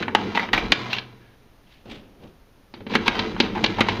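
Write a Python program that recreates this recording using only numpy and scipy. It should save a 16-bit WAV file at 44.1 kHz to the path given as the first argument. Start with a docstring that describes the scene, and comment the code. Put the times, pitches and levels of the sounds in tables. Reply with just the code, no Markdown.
"""Sliding wooden door panel

A small panel slides up its wooden frame and later down again, close by in a quiet workshop.
It scrapes in the grooves, binds and squeaks, and knocks against the boards, which ring briefly.
The wall judders with the friction and hums on after the lift.
Between the two strokes someone shifts their feet: soles scuff and cloth rustles."""
import sys
import numpy as np
from scipy import signal
from scipy.fft import rfft, irfft, next_fast_len
from scipy.io import wavfile
from scipy.ndimage import uniform_filter1d, map_coordinates

SR = 44100
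rng = np.random.default_rng(int(sys.argv[2]) if len(sys.argv) > 2 else 0)


def unload_wav(signal):
    """Save mono or channel-first audio to the path in sys.argv[1] as 16-bit WAV at rate SR, clipped to [-1, 1]."""
    wavfile.write(
        sys.argv[1],
        SR,
        np.round(np.clip(np.atleast_2d(signal).T, -1, 1) * 32767).astype(np.int16),
    )


N = 176400


def amp(db):
    """Decibels to gain."""
    return 10 ** (np.asarray(db) / 20)


def unit(x):
    """Scale to rms 1."""
    return x / np.sqrt(np.mean(x ** 2) + 1e-20)


def steady(x):
    """Hold the running rms at 1."""
    return x / np.sqrt(np.abs(uniform_filter1d(x * x, size=5000)) + 1e-20)


def along(points, hz):
    """Interpolate (Hz, value) points on a log frequency axis."""
    f, v = np.transpose(points)
    return np.interp(np.log(hz + 1), np.log(f + 1), v)


def clock():
    """Time of every sample in seconds."""
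    return np.arange(N) / SR


def wobble(per_s):
    """Smooth random curve, per_s knots a second."""
    return map_coordinates(rng.standard_normal(int(N * per_s / SR) + 4), [clock() * per_s])


def filtered(x, response):
    """Apply a complex frequency response."""
    size = 2 * next_fast_len(len(x))
    return irfft(rfft(x, size) * response(np.fft.rfftfreq(size, 1 / SR)), size)[:len(x)]


def causal(db):
    """Minimum-phase response with this gain."""
    cepstrum = irfft(np.log(amp(db)))
    cepstrum[1:len(cepstrum) // 2] *= 2
    cepstrum[len(cepstrum) // 2 + 1:] = 0
    return np.exp(rfft(cepstrum))


def resonance(f, hz, width_hz):
    """One resonance of peak gain 1."""
    return 1j * f * width_hz / (hz * hz - f * f + 1j * f * width_hz)


def noise(spectrum):
    """Coloured noise of rms 1."""
    return unit(filtered(rng.standard_normal(N), lambda f: amp(along(spectrum, f))))


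def slips(per_s, size):
    """Friction impulses of random time and strength."""
    return (rng.random(size) < per_s / SR) * rng.standard_normal(size)


def add(out, start_s, x):
    """Mix x into out from start_s."""
    part = out[max(0, round(start_s * SR)):][:len(x)]
    part += x[:len(part)]


# Clatter spectrum of the boards. Each row: frequency in Hz, level in dB.
WOOD_SPECTRUM = [(60, -11), (1200, 3), (2400, 3.5), (4000, -4), (5200, -15), (6500, -18.5), (8000, -35),
                 (10000, -32.5), (16000, -48.5)]
BRIGHT_FROM_HZ, BRIGHT_FULL_HZ, TOP_HZ = 1660, 4670, 8900


def wood(force, bright_db, top_db):
    """The boards colour a contact force, with a treble tilt for the hardness of the contact."""
    tilt = [(BRIGHT_FROM_HZ, 0), (BRIGHT_FULL_HZ, bright_db), (TOP_HZ, top_db)]
    return filtered(force, lambda f: causal(along(WOOD_SPECTRUM, f) + along(tilt, f)))


# Ring of the boards: three thuds, a hollow note, then bright modes.
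# Each row: frequency in Hz, level in dB, t60 in seconds.
BOARD_MODES = [(238, 2, 0.082), (376, -1, 0.049), (544.4, -5.5, 0.064), (892, 4, 0.019), (1646, -8, 0.054),
               (2272, -1.5, 0.023), (2690, -11, 0.023), (3062, -2.5, 0.029), (3940, -8.5, .03)]
# Blows on the frame. Each row: start in seconds, level in dB, thud in dB, hollow note in dB,
# brightness in dB, clatter t60 in seconds.
FRAME_KNOCKS = [(.026, -24, -10, -4, -3.5, 0.054), (.081, -25, -10, 6, -20, 0.074),
                (0.1496, -11.5, -16.5, 8.5, -2, 0.033), (0.375, -22.5, -7, 12.5, -4, .02),
                (.488, -32, -18, -6, -7.5, .03), (.720, -9.5, -20.5, -21, 9.5, 0.04),
                (.984, -25.5, -29, -19, 19, 0.035), (2.739, -41, 2.5, 5.5, 15, 0.048),
                (2.806, -48.5, 11, 9, -1, 0.054), (2.866, -38, 7.5, 2.5, -1, 0.061),
                (2.953, -12.5, -2.5, -4, 1.5, 0.051), (3.080, -11.5, -13.5, -11, 1, 0.022),
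                (3.192, -21.5, -11, -3, 14.5, 0.057), (3.364, -33, -12, 5.5, -52, 0.056),
                (3.4017, -12, -3, 1, 14, 0.037), (3.641, -13, -10, 0.5, 11, 0.036),
                (3.662, -21, -12, -5, 16, 0.022), (3.807, -12.5, -4, -5.5, -2, 0.053),
                (3.886, -19, -15, 4, 4.5, 0.066)]
ATTACK_S, SNAP_DB, RING_DB = 0.0008, 6.5, 1.5


def knocks():
    """The panel hits the frame: a snap, a short clatter and the ringing modes of the boards."""
    out, t = np.zeros(N), np.arange(SR // 5) / SR
    hz, mode_db, t60_s = np.transpose(BOARD_MODES)[:, :, None]
    rise = 1 - np.exp(-t / ATTACK_S)
    for start_s, db, thud_db, hollow_db, bright_db, clatter_t60_s in FRAME_KNOCKS:
        top_db = 23.5 + 0.88 * db  # weaker blows are duller
        burst = rng.standard_normal(len(t)) * rise * amp(-60 * t / clatter_t60_s)
        clatter = wood(burst, bright_db, top_db - 18)
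        snap = wood(signal.unit_impulse(len(t)), bright_db, top_db)
        contact = clatter / np.std(clatter[:SR // 200]) + amp(SNAP_DB) * snap / np.abs(snap).max()
        detune, scatter_db, polarity = rng.standard_normal((3, len(BOARD_MODES), 1))
        struck_db = mode_db + np.select([hz < 600, hz < 1100], [thud_db, hollow_db]) + scatter_db
        pitch_hz = hz * (1 + 0.016 * detune)
        modes = amp(struck_db - 60 * t / t60_s) * np.sign(polarity) * np.sin(2 * np.pi * pitch_hz * t)
        add(out, start_s, amp(db) * (contact + amp(RING_DB) * rise * modes.sum(axis=0)))
    return out


# The panel's travel up, then down. Each row: time in seconds, judder in dB, scrape in dB.
UP_STROKE = [(0, -26, -32), (.07, -39, -46.5), (.135, -34, -51.5), (.18, -32, -35.5), (.32, -30, -38),
             (.43, -36, -30), (.515, -36, -50.5), (.56, -30.5, -25.5), (.69, -33, -39), (.83, -35.5, -34),
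             (1.0, -43.5, -40.5), (1.05, -49, -51.5), (1.45, -63.5, -71.5)]
DOWN_STROKE = [(2.72, -82, -95.5), (2.75, -41.5, -50), (2.85, -45.5, -64.5), (2.92, -30.5, -37.5),
               (2.98, -28, -41), (3.12, -34.5, -32), (3.2, -28, -30), (3.37, -33, -42.5),
               (3.44, -28.5, -30.5), (3.54, -30, -41), (3.62, -26.5, -35.5), (3.77, -31.5, -36),
               (3.92, -29, -31), (4.0, -27, -37.5)]


def stroke(rows):
    """Judder and scrape gains along one stroke, silent outside it."""
    t = clock()
    times_s, *levels_db = np.transpose(rows)
    moving = (t >= times_s[0] - 0.05) & (t <= times_s[-1] + 0.05)
    return np.array([amp(np.interp(t, times_s, db)) for db in levels_db]) * moving


# Wood rubbing on wood. Each row: frequency in Hz, level in dB.
SCRAPE_SPECTRUM = [(100, -14.5), (450, -5.5), (950, 5), (1500, -1.5), (3000, -4), (4000, -8.5),
                   (5000, -14.5), (6200, -20.5), (7900, -41.5), (9000, -39), (16000, -65.5)]
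FINE_SLIPS_PER_S, BOARD_T60_S = 3500, 0.042
GROOVE_HZ, GROOVE_WIDTH_HZ, GROOVE_DB = [2272, 2752, 3246, 3878], 53, 1


def scrape():
    """Fine slips excite the boards and the groove notes; the colour drifts as the contact moves."""
    t = np.arange(SR // 10) / SR
    board_ring = rng.standard_normal(len(t)) * amp(-60 * t / BOARD_T60_S)
    force = slips(FINE_SLIPS_PER_S, N) * amp(wobble(per_s=57))
    ringing = signal.fftconvolve(force, board_ring / np.linalg.norm(board_ring))[:N]
    rub = filtered(force + 0.5 * ringing, lambda f: causal(along(SCRAPE_SPECTRUM, f)))
    notes = filtered(rub, lambda f: sum(resonance(f, hz, GROOVE_WIDTH_HZ) for hz in GROOVE_HZ))
    travel = np.cumsum(1 + 0.025 * wobble(per_s=9))
    drifting = map_coordinates(rub + amp(GROOVE_DB) * notes, [travel], mode="mirror")
    _, gain = stroke(UP_STROKE) + stroke(DOWN_STROKE)
    return gain * unit(drifting)


# Wall resonances. 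Each row: frequency in Hz, width in Hz, level in dB.
WALL_MODES = [(100.6, 16, -1), (187.9, 18, 1.5), (234, 17.7, 3.5), (300, 19, 0.5), (350, 65, -3),
              (467, 71.5, -4.5)]
COARSE_SLIPS_PER_S, PUSH_DB, PUSHES_PER_S = 900, 1.5, 22


def judder():
    """Coarse slips shake the wall as the hand moves the panel in uneven pushes."""
    def wall(f):
        modes = sum((-1) ** k * amp(db) * resonance(f, hz, width_hz)
                    for k, (hz, width_hz, db) in enumerate(WALL_MODES))
        return modes / (1 + (f / 900) ** 4)

    shake = steady(filtered(slips(COARSE_SLIPS_PER_S, N), wall))
    gain, _ = stroke(UP_STROKE) + stroke(DOWN_STROKE)
    return gain * unit(shake * amp(PUSH_DB * wobble(PUSHES_PER_S)))


# The panel binds. Each row: start in seconds, length in seconds, level in dB, brightness in dB,
# squeak pitch in Hz, squeak over grating in dB.
PANEL_CATCHES = [(0.349, 0.016, -23, 4, 908.5, -4.5), (0.373, 0.0018, -23, 0, 1887, 5),
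                 (0.395, 0.0043, -24.5, -3, 2037, 1.5), (0.5309, 0.013, -14, 2, 1894, -4),
                 (0.577, 0.0024, -18, 2, 2373, -0.5), (0.901, 0.073, -33.5, 12, 3120, -10),
                 (0.929, 0.0049, -21, 7, 2750, 3), (1.207, 0.13, -69.5, 14, 1660, 6),
                 (2.896, 0.032, -36.5, 8, 996, -5), (2.935, 0.016, -29, 4, 896, 1.5),
                 (3.06, 0.02, -28.5, 9, 923, 0), (3.5502, 0.042, -35, -6, 868, 6),
                 (3.785, 0.013, -28.5, -7, 883, 9.5)]
WAVER_HZ, FLUTTER_DB, RELEASE_T60_S = 97, 4.6, 0.047


def catches():
    """A run of harder slips grates and squeaks on one unsteady note, then rings out."""
    out, t = np.zeros(N), np.arange(SR // 5) / SR
    for start_s, length_s, db, bright_db, squeak_hz, squeak_db in PANEL_CATCHES:
        grate = unit(wood(slips(FINE_SLIPS_PER_S, len(t)), bright_db, top_db=-5))
        pitch_hz = squeak_hz + WAVER_HZ * wobble(per_s=600)[:len(t)]
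        flutter = amp(FLUTTER_DB * wobble(per_s=280)[:len(t)])
        squeak = unit(np.sin(2 * np.pi * np.cumsum(pitch_hz) / SR) * flutter)
        gate = np.minimum(t / ATTACK_S, 1) * amp(-60 * np.maximum(t - length_s, 0) / RELEASE_T60_S)
        add(out, start_s, amp(db) * gate * (grate + amp(squeak_db) * squeak))
    return out


def rasp(rubbing):
    """Hard rubbing adds a thin sizzle that grows faster than its treble."""
    treble = filtered(rubbing, lambda f: np.minimum(f / BRIGHT_FULL_HZ, 1) ** 2)
    treble_rms = np.sqrt(np.abs(uniform_filter1d(treble ** 2, size=SR // 200)))
    sizzle = filtered(rng.standard_normal(N), lambda f: resonance(f, hz=13300, width_hz=700) ** 2)
    return amp(-23.5) * treble_rms ** 1.2 * unit(sizzle)


# Spells of hard drag. Each row: start in seconds, length in seconds, level in dB.
WALL_SHUDDERS = [(0.531, .18, -36.5), (3, 1.0, -43.5)]


def shudders():
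    """The whole wall shakes slowly when the panel drags hard."""
    shake = filtered(rng.standard_normal(N), lambda f: resonance(f, hz=38.5, width_hz=19) ** 2)
    gain = np.zeros(N)
    for start_s, length_s, db in WALL_SHUDDERS:
        end_s = start_s + length_s
        gain += amp(db) * np.interp(clock(), [start_s - 0.02, start_s, end_s, end_s + 0.023], [0, 1, 1, 0])
    return gain * steady(shake)


HUM_HZ, HUM_DB, HUM_PEAK_S, HUM_RISE_DB_PER_S, HUM_T60_S = 122.3, -36, 0.83, 200, 1.44


def wall_hum():
    """A low note of the wall swells as the lift ends, then rings on."""
    t = clock() - HUM_PEAK_S
    level_db = HUM_DB + np.where(t < 0, HUM_RISE_DB_PER_S * t, -60 * t / HUM_T60_S)
    pitch_hz = HUM_HZ * (1 + 0.038 * wobble(per_s=100))
    return amp(level_db) * np.sin(2 * np.pi * np.cumsum(pitch_hz) / SR)


# Spectra of soles and cloth. Each row: frequency in Hz, level in dB.
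SOLE_SPECTRUM = [(60, -2), (200, 4.5), (420, 0.5), (800, -10.5), (1500, -19.5), (5000, -55)]
CLOTH_SPECTRUM = [(500, -12.5), (3000, 7.5), (4300, 0), (7000, -18.5), (15000, -36.5)]
# Shifts of the feet. Each row: peak time in seconds, 12 dB rise in seconds, 35 dB fall in seconds,
# sole in dB, cloth in dB.
FOOT_SHUFFLES = [(1.725, 0.048, 0.25, -81, -54.5), (1.856, 0.0031, 0.54, -40.5, -57),
                 (1.918, 0.016, 0.14, -41, -42), (2.24, 0.04, 0.17, -41, -58)]


def shuffles():
    """Soles scuff the floor and cloth rustles in soft swells."""
    out, t = np.zeros(N), clock()
    sole = noise(SOLE_SPECTRUM)
    cloth = noise(CLOTH_SPECTRUM) * amp(2.8 * wobble(per_s=150))
    for peak_s, rise_s, fall_s, sole_db, cloth_db in FOOT_SHUFFLES:
        swell_db = np.where(t < peak_s, 12 * (t - peak_s) / rise_s, 35 * (peak_s - t) / fall_s)
        out += amp(swell_db) * (amp(sole_db) * sole + amp(cloth_db) * cloth)
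    return out


# Workshop decay. Each row: frequency in Hz, t60 in seconds.
ROOM_DECAY = [(100, 0.61), (3000, 0.29), (12000, 0.27)]
ROOM_DB, ROOM_CUTOFF_HZ, ROOM_BUILD_S = -18, 7000, 0.014


def reverb(near):
    """The workshop's diffuse reflections; the treble dies first."""
    hz, t, bands = signal.stft(rng.standard_normal(SR // 2), SR, nperseg=256)
    decay = amp(-60 * t / along(ROOM_DECAY, hz)[:, None])
    _, tail = signal.istft(bands * decay, SR, nperseg=256)
    tail = filtered(tail, lambda f: 1 / (1 + (f / ROOM_CUTOFF_HZ) ** 4))
    tail *= np.minimum(np.arange(len(tail)) / SR / ROOM_BUILD_S, 1)
    return amp(ROOM_DB) * signal.fftconvolve(near, tail / np.linalg.norm(tail))[:N]


# Workshop background. Each row: frequency in Hz, level in dB.
AIR_SPECTRUM = [(25, 2), (270, -9), (4000, -28), (6500, -33), (7900, -49.5), (9000, -36.5), (15000, -36),
                (16000, -61)]


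def air():
    """Faint, steady rumble and hiss of the still room."""
    return amp(-54) * noise(AIR_SPECTRUM)


def scene():
    """Panel, wall and feet in the workshop, in mono."""
    rubbing = catches() + scrape()
    near = knocks() + rubbing + rasp(rubbing) + judder() + shuffles()
    return (near + reverb(near) + shudders() + wall_hum() + air())[None]


CLIP_CEILING, BAND_LIMIT_HZ = 1.05, 16400


def record(dry):
    """Soft clipping of the hardest knocks, then a sharp low-pass."""
    clipped = dry[0] / (1 + np.abs(dry[0] / CLIP_CEILING) ** 8) ** (1 / 8)
    return filtered(clipped, lambda f: f < BAND_LIMIT_HZ)[None]


dry = scene()
out = record(dry)
unload_wav(out)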